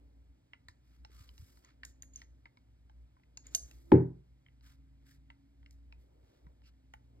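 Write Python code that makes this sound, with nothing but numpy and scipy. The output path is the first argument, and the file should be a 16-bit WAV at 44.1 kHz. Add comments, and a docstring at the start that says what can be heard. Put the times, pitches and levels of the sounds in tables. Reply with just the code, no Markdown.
"""Revolver handled over a table

Hands turn a revolver's cylinder and work its hammer in a quiet room, close to a pair of microphones.
Loose parts knock and excite the frame's damped modes; the latch snaps and sets spring and cylinder ringing.
Skin hisses on steel by friction, the wooden table resonates under one heavy thud, and a low hum throbs."""
import sys
import numpy as np
from scipy import signal
from scipy.fft import rfft, irfft
from scipy.io import wavfile
from scipy.ndimage import uniform_filter1d

SR = 44100
rng = np.random.default_rng(int(sys.argv[2]) if len(sys.argv) > 2 else 0)


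def unload_wav(signal):
    """Save mono or channel-first audio to the path in sys.argv[1] as 16-bit WAV at rate SR, clipped to [-1, 1]."""
    wavfile.write(
        sys.argv[1],
        SR,
        np.round(np.clip(np.atleast_2d(signal).T, -1, 1) * 32767).astype(np.int16),
    )


N = 317520
CRACK_SAMPLES, RING_SAMPLES = 1024, 3000


def amp(db):
    """Amplitude ratio of a level: tenfold for every 20 dB."""
    return 10 ** (np.asarray(db) / 20)


def unit_rms(x):
    """Normalisation to a mean power of 1."""
    return x / np.sqrt(np.mean(x ** 2) + 1e-20)


def at_hz(points, hz):
    """Interpolation of a curve along a logarithmic frequency axis."""
    f, value = np.transpose(points)
    return np.interp(np.log(hz + 1), np.log(f + 1), value)


def over_time(rows):
    """Linear interpolation of each column against time, one value a sample."""
    times, *columns = np.transpose(rows)
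    return [np.interp(np.arange(N) / SR, times, c) for c in columns]


def add(mix, start, sound):
    """Superposition: a sound joins the mix at its start time in seconds."""
    part = mix[round(start * SR):][:len(sound)]
    part += sound[:len(part)]


def filtered(x, spectrum):
    """Zero-phase filtering: each frequency is weighted by the spectrum's level."""
    return irfft(rfft(x) * amp(at_hz(spectrum, np.fft.rfftfreq(len(x), 1 / SR))), len(x))


def noise(spectrum, size):
    """Coloured noise of rms 1, filtered from white noise."""
    return unit_rms(filtered(rng.standard_normal(size), spectrum))


def wander(size):
    """Slow random fluctuation of rms 1: a moving average of noise over size samples."""
    return unit_rms(uniform_filter1d(rng.standard_normal(N), size))


def wavering(hz, db, spread):
    """Frequency modulation: a tone's pitch wanders slowly about its curve."""
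    pitch = hz * (1 + spread * wander(size=2500))
    return np.sqrt(2) * amp(db) * np.sin(2 * np.pi * np.cumsum(pitch) / SR)


def ring(hz, t60, rise, size=RING_SAMPLES):
    """A damped mode builds up, then decays by 60 dB every t60 seconds."""
    t = np.arange(size) / SR
    return amp(-60 * t / t60) * (1 - np.exp(-t / rise)) ** 2 * np.sin(2 * np.pi * hz * t)


def burst(spectrum, t60, rise):
    """A brief impact is broadband: noise with a fast attack and an exponential decay."""
    t = np.arange(CRACK_SAMPLES) / SR
    return noise(spectrum, CRACK_SAMPLES) * amp(-60 * t / t60) * (1 - np.exp(-t / rise))


def dying(decays, size):
    """Frequency-dependent damping: noise of energy 1 whose bands decay at their own rates."""
    hz, t, bands = signal.stft(rng.standard_normal(size), SR, nperseg=256)
    envelopes = amp(-60 * t / at_hz(decays, hz)[:, None])
    tail = signal.istft(bands * envelopes, SR, nperseg=256)[1]
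    return tail / np.linalg.norm(tail)


def hum():
    """Amplitude modulation: a low tone throbs about once a second under two faint, wavering ones."""
    # throb of the low tone: (time [s], level [dB])
    throb = [(0, -59.5), (.3, -59), (.42, -79), (.6, -82), (.72, -65), (1.3, -58.5), (1.72, -71.5),
             (1.9, -62), (2.28, -56.5), (2.5, -76), (2.98, -56), (3.2, -70), (3.68, -58), (4.15, -58),
             (4.42, -72.5), (4.62, -61), (5.25, -60), (5.43, -74.5), (5.56, -61.5), (6.15, -58.5),
             (6.28, -69.5), (6.46, -61.5), (7.2, -64)]
    # the two tones above it: (time [s], frequency [Hz], level [dB])
    drone = [(0, 120, -86.5), (2.2, 127, -79.5), (2.9, 119.5, -79), (3.8, 126.7, -74), (5.3, 138.8, -72.5),
             (5.5, 135.8, -88.5), (6.75, 129.1, -88), (6.95, 124.6, -70.5), (7.2, 115, -68)]
    whir = [(0, 278, -72), (.35, 272, -85), (1.8, 266, -80), (2.1, 260, -74), (2.4, 264, -90.5),
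            (3.7, 270, -77.5), (4.5, 268, -89), (4.75, 267, -74.5), (5.85, 281, -74.5), (6.05, 281, -85.5),
            (6.7, 264, -86.5), (6.83, 262, -77), (7.2, 272, -78.5)]
    hum_hz, flutter_db = 59.4, 3.5
    hum_db = over_time(throb)[0] + flutter_db * wander(size=3000)
    low = wavering(hum_hz, hum_db, spread=0.006)
    return low + wavering(*over_time(drone), spread=0.028) + wavering(*over_time(whir), spread=0.01)


def room_air():
    """Ambient noise: a steady floor with most of its power at low frequencies."""
    # spectrum of the quiet room: (frequency [Hz], relative density [dB])
    air = [(15, -54), (32, -26.5), (60, -7), (120, -8.5), (196, -19), (278, -13.5), (400, -31),
           (700, -28.5), (1200, -36.5), (2500, -38.5), (4800, -42), (9000, -51), (13000, -52.5),
           (14000, -62), (16000, -64.5)]
    return amp(-70) * noise(air, N)


def grip_rustle():
    """Friction of a shifting grip makes low noise of uneven level."""
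    # strength of the rustle: (time [s], level [dB])
    rustle = [(0, -74), (.3, -83), (.9, -91), (1.2, -81.5), (2.2, -79.5), (2.6, -86.5), (3.2, -88.5),
              (3.55, -71), (3.9, -78), (4.3, -91), (5, -99), (5.8, -88), (6.1, -75), (6.5, -74.5),
              (6.7, -88), (7, -84), (7.2, -73.5)]
    grip = noise([(120, -32), (300, 0), (600, -4), (1000, -14.5), (2000, -38)], N)
    return amp(over_time(rustle)[0] + 0.72 * wander(size=900)) * grip


def knocks():
    """Impact excitation: loose parts ring the hand-damped frame, detuned by the grip, under a dry tick."""
    # blows: (time [s], level [dB], low-mode gain [dB], upper-mode gain [dB], sharpness [dB])
    blows = [(0.5344, -42, -21.5, -9.5, -24), (0.6853, -44.5, -16.5, -30, -5.5), (1.049, -55, -4, -4, 2.5),
             (1.291, -66, -6, 8.5, 8), (1.3799, -62, -12.5, -3, 2), (1.5728, -67, -5.5, -14, 0),
             (1.6475, -58.5, -13.5, -13, -6), (1.8341, -37, -25.5, -15, -15.5),
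             (2.0321, -55, -22, -12, -11), (2.2179, -45.5, -22, -18, -9.5),
             (2.4566, -44.5, -17.5, -19, -22.5), (2.5722, -58.5, -12, -17, -7.5),
             (2.8971, -69, 1.5, -5, -5), (3.1674, -70.5, -1.5, -25, -19), (3.1976, -72.5, -4, -18, -21),
             (3.2352, -63.5, -30, -9, -13.5), (3.374, -59, -3.5, 1.5, 11.5),
             (3.5487, -43, -41.5, 0.5, -0.5), (3.7127, -60, -15, -1.5, -8),
             (4.4637, -56.5, -32.5, -9.5, -34.5), (4.4852, -60, -30, -10, -28), (4.6095, -73, -6, -7, 3.5),
             (5.3023, -47.5, -14.5, -10, -17), (5.6296, -65.5, -11, -13.5, -18),
             (5.6616, -54, -41, -8, -12), (5.925, -60, -6.5, 5, -2.5), (6.4676, -62, -6.5, -33.5, -17),
             (6.6189, -70.5, -7.5, -11, -7.5), (6.9381, -46, -9.5, -11.5, -24)]
    # modes of the held frame: (frequency [Hz], level [dB], t60 [s])
    frame_modes = [(921.7, 10.5, 0.045), (1550, 9.5, 0.015), (1974, 5, 0.014), (2844, 12.5, 0.013),
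                   (4048, 9, 0.0088), (5127, 9, .008), (7600, -11, 0.0053)]
    # gain that each mode takes: (index: 0 none, 1 low-mode, 2 upper-mode, 3 sharpness)
    gain_of_mode = [1, 1, 0, 2, 3, 3, 3]
    out = np.zeros(N)
    detunings = 1 + 0.06 * rng.standard_normal((len(blows), len(frame_modes)))
    for (start, db, low_db, upper_db, sharp_db), ratios in zip(blows, detunings):
        gains = amp(db + np.array([0, low_db, upper_db, sharp_db]))[gain_of_mode]
        for (hz, mode_db, t60), gain, ratio in zip(frame_modes, gains, ratios):
            add(out, start - 0.0007, gain * amp(mode_db) * ring(hz * ratio, t60, rise=0.00033))
        # a sharper blow has more treble
        tick = [(400, -16), (1000, -2), (1700, 3.5), (3000, -7), (6000, sharp_db), (14000, sharp_db - 19.5)]
        add(out, start - 0.0005, amp(db - 16) * burst(tick, t60=0.072, rise=0.000791))
    return out


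def sliding_skin():
    """Sliding friction hisses in uneven grains; the hollow between hand and steel resonates."""
    # spectrum of skin on steel: (frequency [Hz], level [dB])
    friction = [(500, -21), (1200, -0.5), (2500, -2.5), (5000, -1), (8000, -9), (12000, -10), (14000, -9),
                (16000, -18)]
    # strokes: (time [s], duration [s], level [dB], gain below 3 kHz [dB], gain above 7 kHz [dB],
    # hollow's frequency [Hz], hollow's gain [dB])
    strokes = [(0.683, 0.049, -79, -5, -17, 4800, 7), (0.817, 0.24, -84.5, 7.5, 4, 5200, -6),
               (1.034, 0.14, -83, 6.5, -9, 2000, -17), (1.099, 0.24, -69, -2.5, 1.5, 1170, 4),
               (1.29, 0.41, -79.5, 6, 11.5, 5140, 2), (1.622, .14, -77, 8.5, -13, 1900, -5),
               (1.843, 0.094, -74.5, -7, 0, 6900, 8), (2.126, 0.14, -71, -3.5, -6, 2820, -1),
               (3.435, 0.091, -68.5, 0, -12, 1970, -2), (3.506, 0.1, -70.5, 4, 3.5, 6600, 3),
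               (3.56, 0.28, -74.5, 1, 4.5, 4962, -17), (3.7, 0.44, -82.5, -4.5, 6.5, 2000, -4),
               (4.62, 0.15, -70, 2, 1, 1628, -1.5), (4.99, 0.096, -91, 3, -4.5, 2000, 6.5),
               (5.049, 0.14, -71, -8.5, 1.5, 1800, 2), (5.704, 0.061, -83, -5, 6, 6360, -1),
               (5.975, 0.11, -85.5, 3, 2, 11990, -4), (6.197, 0.28, -80.5, 3.5, -6, 12000, -16),
               (6.628, 0.085, -84.5, -6, -5, 2746, 20), (6.635, 0.075, -87.5, -2, -3, 4520, 18.5),
               (6.665, 0.039, -89, 0, 11, 1485, 22)]
    hiss = noise(friction, N) * amp(2.2 * wander(size=300))
    low = signal.sosfiltfilt(signal.butter(2, 3000, fs=SR, output="sos"), hiss)
    high = signal.sosfiltfilt(signal.butter(2, 7000, "high", fs=SR, output="sos"), hiss)
    out = np.zeros(N)
    for start, duration, db, low_db, high_db, hollow_hz, hollow_db in strokes:
        span = slice(round(start * SR), round((start + duration) * SR))
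        progress = np.linspace(0, 1, span.stop - span.start)
        pressure = np.sin(np.pi * progress ** 0.75) ** 1.2  # bears down quickly, eases off slowly
        tilted = hiss[span] + (amp(low_db) - 1) * low[span] + (amp(high_db) - 1) * high[span]
        hollow = signal.lfilter(*signal.iirpeak(hollow_hz, Q=4.5, fs=SR), hiss[span])
        add(out, start, amp(db) * pressure * (tilted + amp(hollow_db) * hollow))
    return out


def latch_snaps():
    """Free vibration: the latch cracks home, its spring rings briefly and the cylinder rings on."""
    # snaps: (time [s], level [dB], spring frequency [Hz], spring t60 [s], crack gain [dB],
    # cylinder gain [dB], rise [ms])
    snaps = [(0.6845, -74.5, 7100, .01, 25.5, -29, 0.46), (1.1916, -70, 7240, .01, 10, -23, 0.45),
             (1.3789, -53.5, 6200, .01, -5, -26, 0.35), (1.647, -52.5, 6700, 0.0094, -3, -41, 0.35),
             (1.8506, -39.5, 6960, .01, 3.5, -23, 0.2), (2.0226, -34, 6650, 0.01, -6.5, -28.5, 0.5),
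             (2.1335, -41.5, 6840, 0.021, -11, -50, 4.2), (2.1587, -36, 6385, 0.016, -5, -47.5, 0.43),
             (2.178, -66, 6600, .01, 7, -16, 0.46), (3.3727, -38.5, 6670, 0.017, -8, -49, 0.29),
             (3.4676, -39.5, 7000, 0.014, -3, -39, 0.64), (3.536, -55, 6830, 0.044, -5, -36, 3.4),
             (3.5493, -21.5, 6370, 0.019, 2.5, -17.5, 0.18), (3.5572, -42, 6912, 0.011, 2.5, -27.5, .4),
             (3.7118, -58, 6300, .01, 10.5, -22.5, 0.32), (5.7088, -60.5, 6440, 0.0091, 11.5, -36, 0.55),
             (6.937, -62, 6866, 0.0098, 8.5, -14, 0.44)]
    # spectrum of the crack: (frequency [Hz], level [dB])
    crack = [(1500, -20), (2100, -11), (3500, -10.5), (5000, -4.5), (6000, -1.5), (8300, -9.5),
             (10500, -16.5), (13000, -15.5), (16000, -28)]
    # modes of the cylinder: (frequency [Hz], level [dB], t60 [s])
    cylinder_modes = [(680.2, -10.5, 0.1), (6540, -10, .11), (6433, -13, .14), (6735, -12.5, .12),
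                      (9290, -7, 0.092), (9390, -3.5, 0.1098), (9420, -7, .09), (12950, 6, .016),
                      (13090, 11, 0.015), (13180, -6.5, .11), (13270, -11, .1)]
    cylinder = sum(amp(db) * ring(hz, t60, rise=0.001, size=4 * RING_SAMPLES)
                   for hz, db, t60 in cylinder_modes)
    out = np.zeros(N)
    for start, db, hz, t60, crack_db, cylinder_db, rise_ms in snaps:
        rise = abs(rise_ms) / 1000
        overtone = amp(-18.5) * ring(1.22 * hz, 0.2 * t60, rise)
        add(out, start, amp(db + crack_db) * burst(crack, t60=0.0067, rise=rise))
        add(out, start, amp(db + 5) * (ring(hz, t60, rise) + overtone))
        add(out, start, amp(db + cylinder_db) * cylinder)
    return out


def hand_bumps():
    """Heavy damping: each soft bump of the hands dies within about five cycles."""
    # bumps: (time [s], level [dB], frequency [Hz])
    bumps = [(0.685, -38.5, 69.5), (1.098, -49, 388), (1.203, -36.5, 89.5), (1.395, -33.5, 73),
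             (1.422, -34.5, 86), (6.466, -41.5, 150)]
    out = np.zeros(N)
    for start, db, hz in bumps:
        add(out, start, amp(db) * ring(hz, t60=5.2 / hz, rise=0.39 / hz, size=2 * RING_SAMPLES))
    return out


def table_thud():
    """Modal response: a slap rattles the boards and rings the table, its lower modes arriving later."""
    # modes of the table: (frequency [Hz], level [dB], t60 [s])
    table_modes = [(91.7, -9, 0.3), (127.27, -6, 0.36), (147.5, -13.5, 0.37), (169, -7, 0.36),
                   (221, -17.5, 0.36), (270, -1, 0.18), (305.2, -2, 0.16), (353, -7, .19),
                   (381.4, -2.5, 0.24), (429.3, -13, 0.27), (460.5, -14.5, 0.19), (497, -12.5, 0.16),
                   (580, -27, 0.28), (662.4, -30.5, 0.26), (784.5, -18, 0.14), (843.4, -9, 0.071),
                   (888, -15.5, 0.046), (1082.9, -27, 0.0395)]
    # spectrum of the slap on wood: (frequency [Hz], level [dB])
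    slap = [(300, -12), (620, -9), (820, -1.5), (1200, -21), (2100, -17), (3200, -28), (5000, -40.5),
            (6500, -51), (16000, -55.5)]
    # decay of the rattling boards: (frequency [Hz], t60 [s])
    board_decays = [(300, 0.2309), (800, 0.31), (1500, 0.32), (3000, 0.12), (5000, 0.17), (12000, .1)]
    start = 3.9185
    out = np.zeros(N)
    for hz, db, t60 in table_modes:
        add(out, start + 0.65 / hz, amp(db - 10) * ring(hz, t60, rise=0.23 / hz, size=SR))
    add(out, start + 0.0033, amp(-8) * ring(330, t60=0.066, rise=0.0025))  # the hand's weight lands
    add(out, start, amp(-16) * burst(slap, t60=0.013, rise=0.00072))
    padded = np.r_[np.zeros(CRACK_SAMPLES), dying(board_decays, SR // 2)]
    rattle = filtered(padded, slap)[CRACK_SAMPLES:]
    build_up = 1 - np.exp(-np.arange(len(rattle)) / SR / 0.021)
    add(out, start + 0.0016, amp(13) * rattle * build_up)
    return out


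def diffuse_field(echoing):
    """Reverberation, hand noise and room air at one spot; their noise differs from spot to spot."""
    # reverberation time of the room: (frequency [Hz], t60 [s])
    room_decays = [(300, 0.35), (1500, 0.26), (3000, .15), (6000, 0.31), (9000, 0.28), (15000, 0.15)]
    response = np.r_[np.zeros(300), dying(room_decays, SR // 2)]  # begins 7 ms late
    tail = signal.fftconvolve(echoing, response)[:N]
    return tail + sliding_skin() + grip_rustle() + hand_bumps() + room_air()


def microphone_pair(left, other, phase_scale):
    """Partial coherence: the right microphone hears a phase-shifted blend of the left sound and another."""
    # the pair: (frequency [Hz], right's lead at phase_scale 1 [rad], coherence [0-1], left over right [dB])
    pair = [(99.3, 0.5, 1, 0.13), (199, 0.5, 0.93, -0.13), (337, 1.04, 1, 0.4), (760, 3, 0.52, -0.5),
            (1000, 3.5, 0.37, 1.5), (1250, 1.43, 1, 2.5), (2000, 1.14, 1, -2), (2546, -2.5, 0.82, -1.5),
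            (3480, -2, 1, 0), (4540, -1.46, 1, -1.5), (5120, -2, 0.84, -1.5), (7370, -5.5, 0.86, -0.5),
            (16840, -19.5, 0.99, 0.5)]
    hz, *columns = np.transpose(pair)
    lead, coherence, balance_db = (np.interp(np.fft.rfftfreq(N, 1 / SR), hz, c) for c in columns)
    blend = coherence * rfft(left) + np.sqrt(1 - coherence ** 2) * rfft(other)
    right = np.exp(1j * phase_scale * lead) * blend
    return irfft(np.array([amp(balance_db / 2) * rfft(left), amp(-balance_db / 2) * right]), N)


def scene():
    """Direct sound, the nearest reflection and the diffuse field superpose at the microphones."""
    frame, latch, table, tones = knocks(), latch_snaps(), table_thud(), hum()
    steel = frame + latch
    echoing = amp(-15.5) * frame + amp(-14.5) * (latch + table)  # cupped hands shield the frame
    steel_bounce, table_bounce = np.roll([steel, table], 97, axis=1)  # reflection, 2 ms late
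    # the table reaches both microphones almost together
    below = microphone_pair(table, table_bounce, phase_scale=0.38)
    left = steel + tones + diffuse_field(echoing)
    other = steel_bounce + tones + diffuse_field(echoing)
    return below + microphone_pair(left, other, phase_scale=0.97)


def record(dry):
    """Band limiting: a linear-phase low-pass filter removes the highest treble."""
    low_pass = signal.firwin(511, cutoff=16200, window=("kaiser", 9), fs=SR)
    return signal.oaconvolve(dry, low_pass[None], "same")


dry = scene()
out = record(dry)
unload_wav(out)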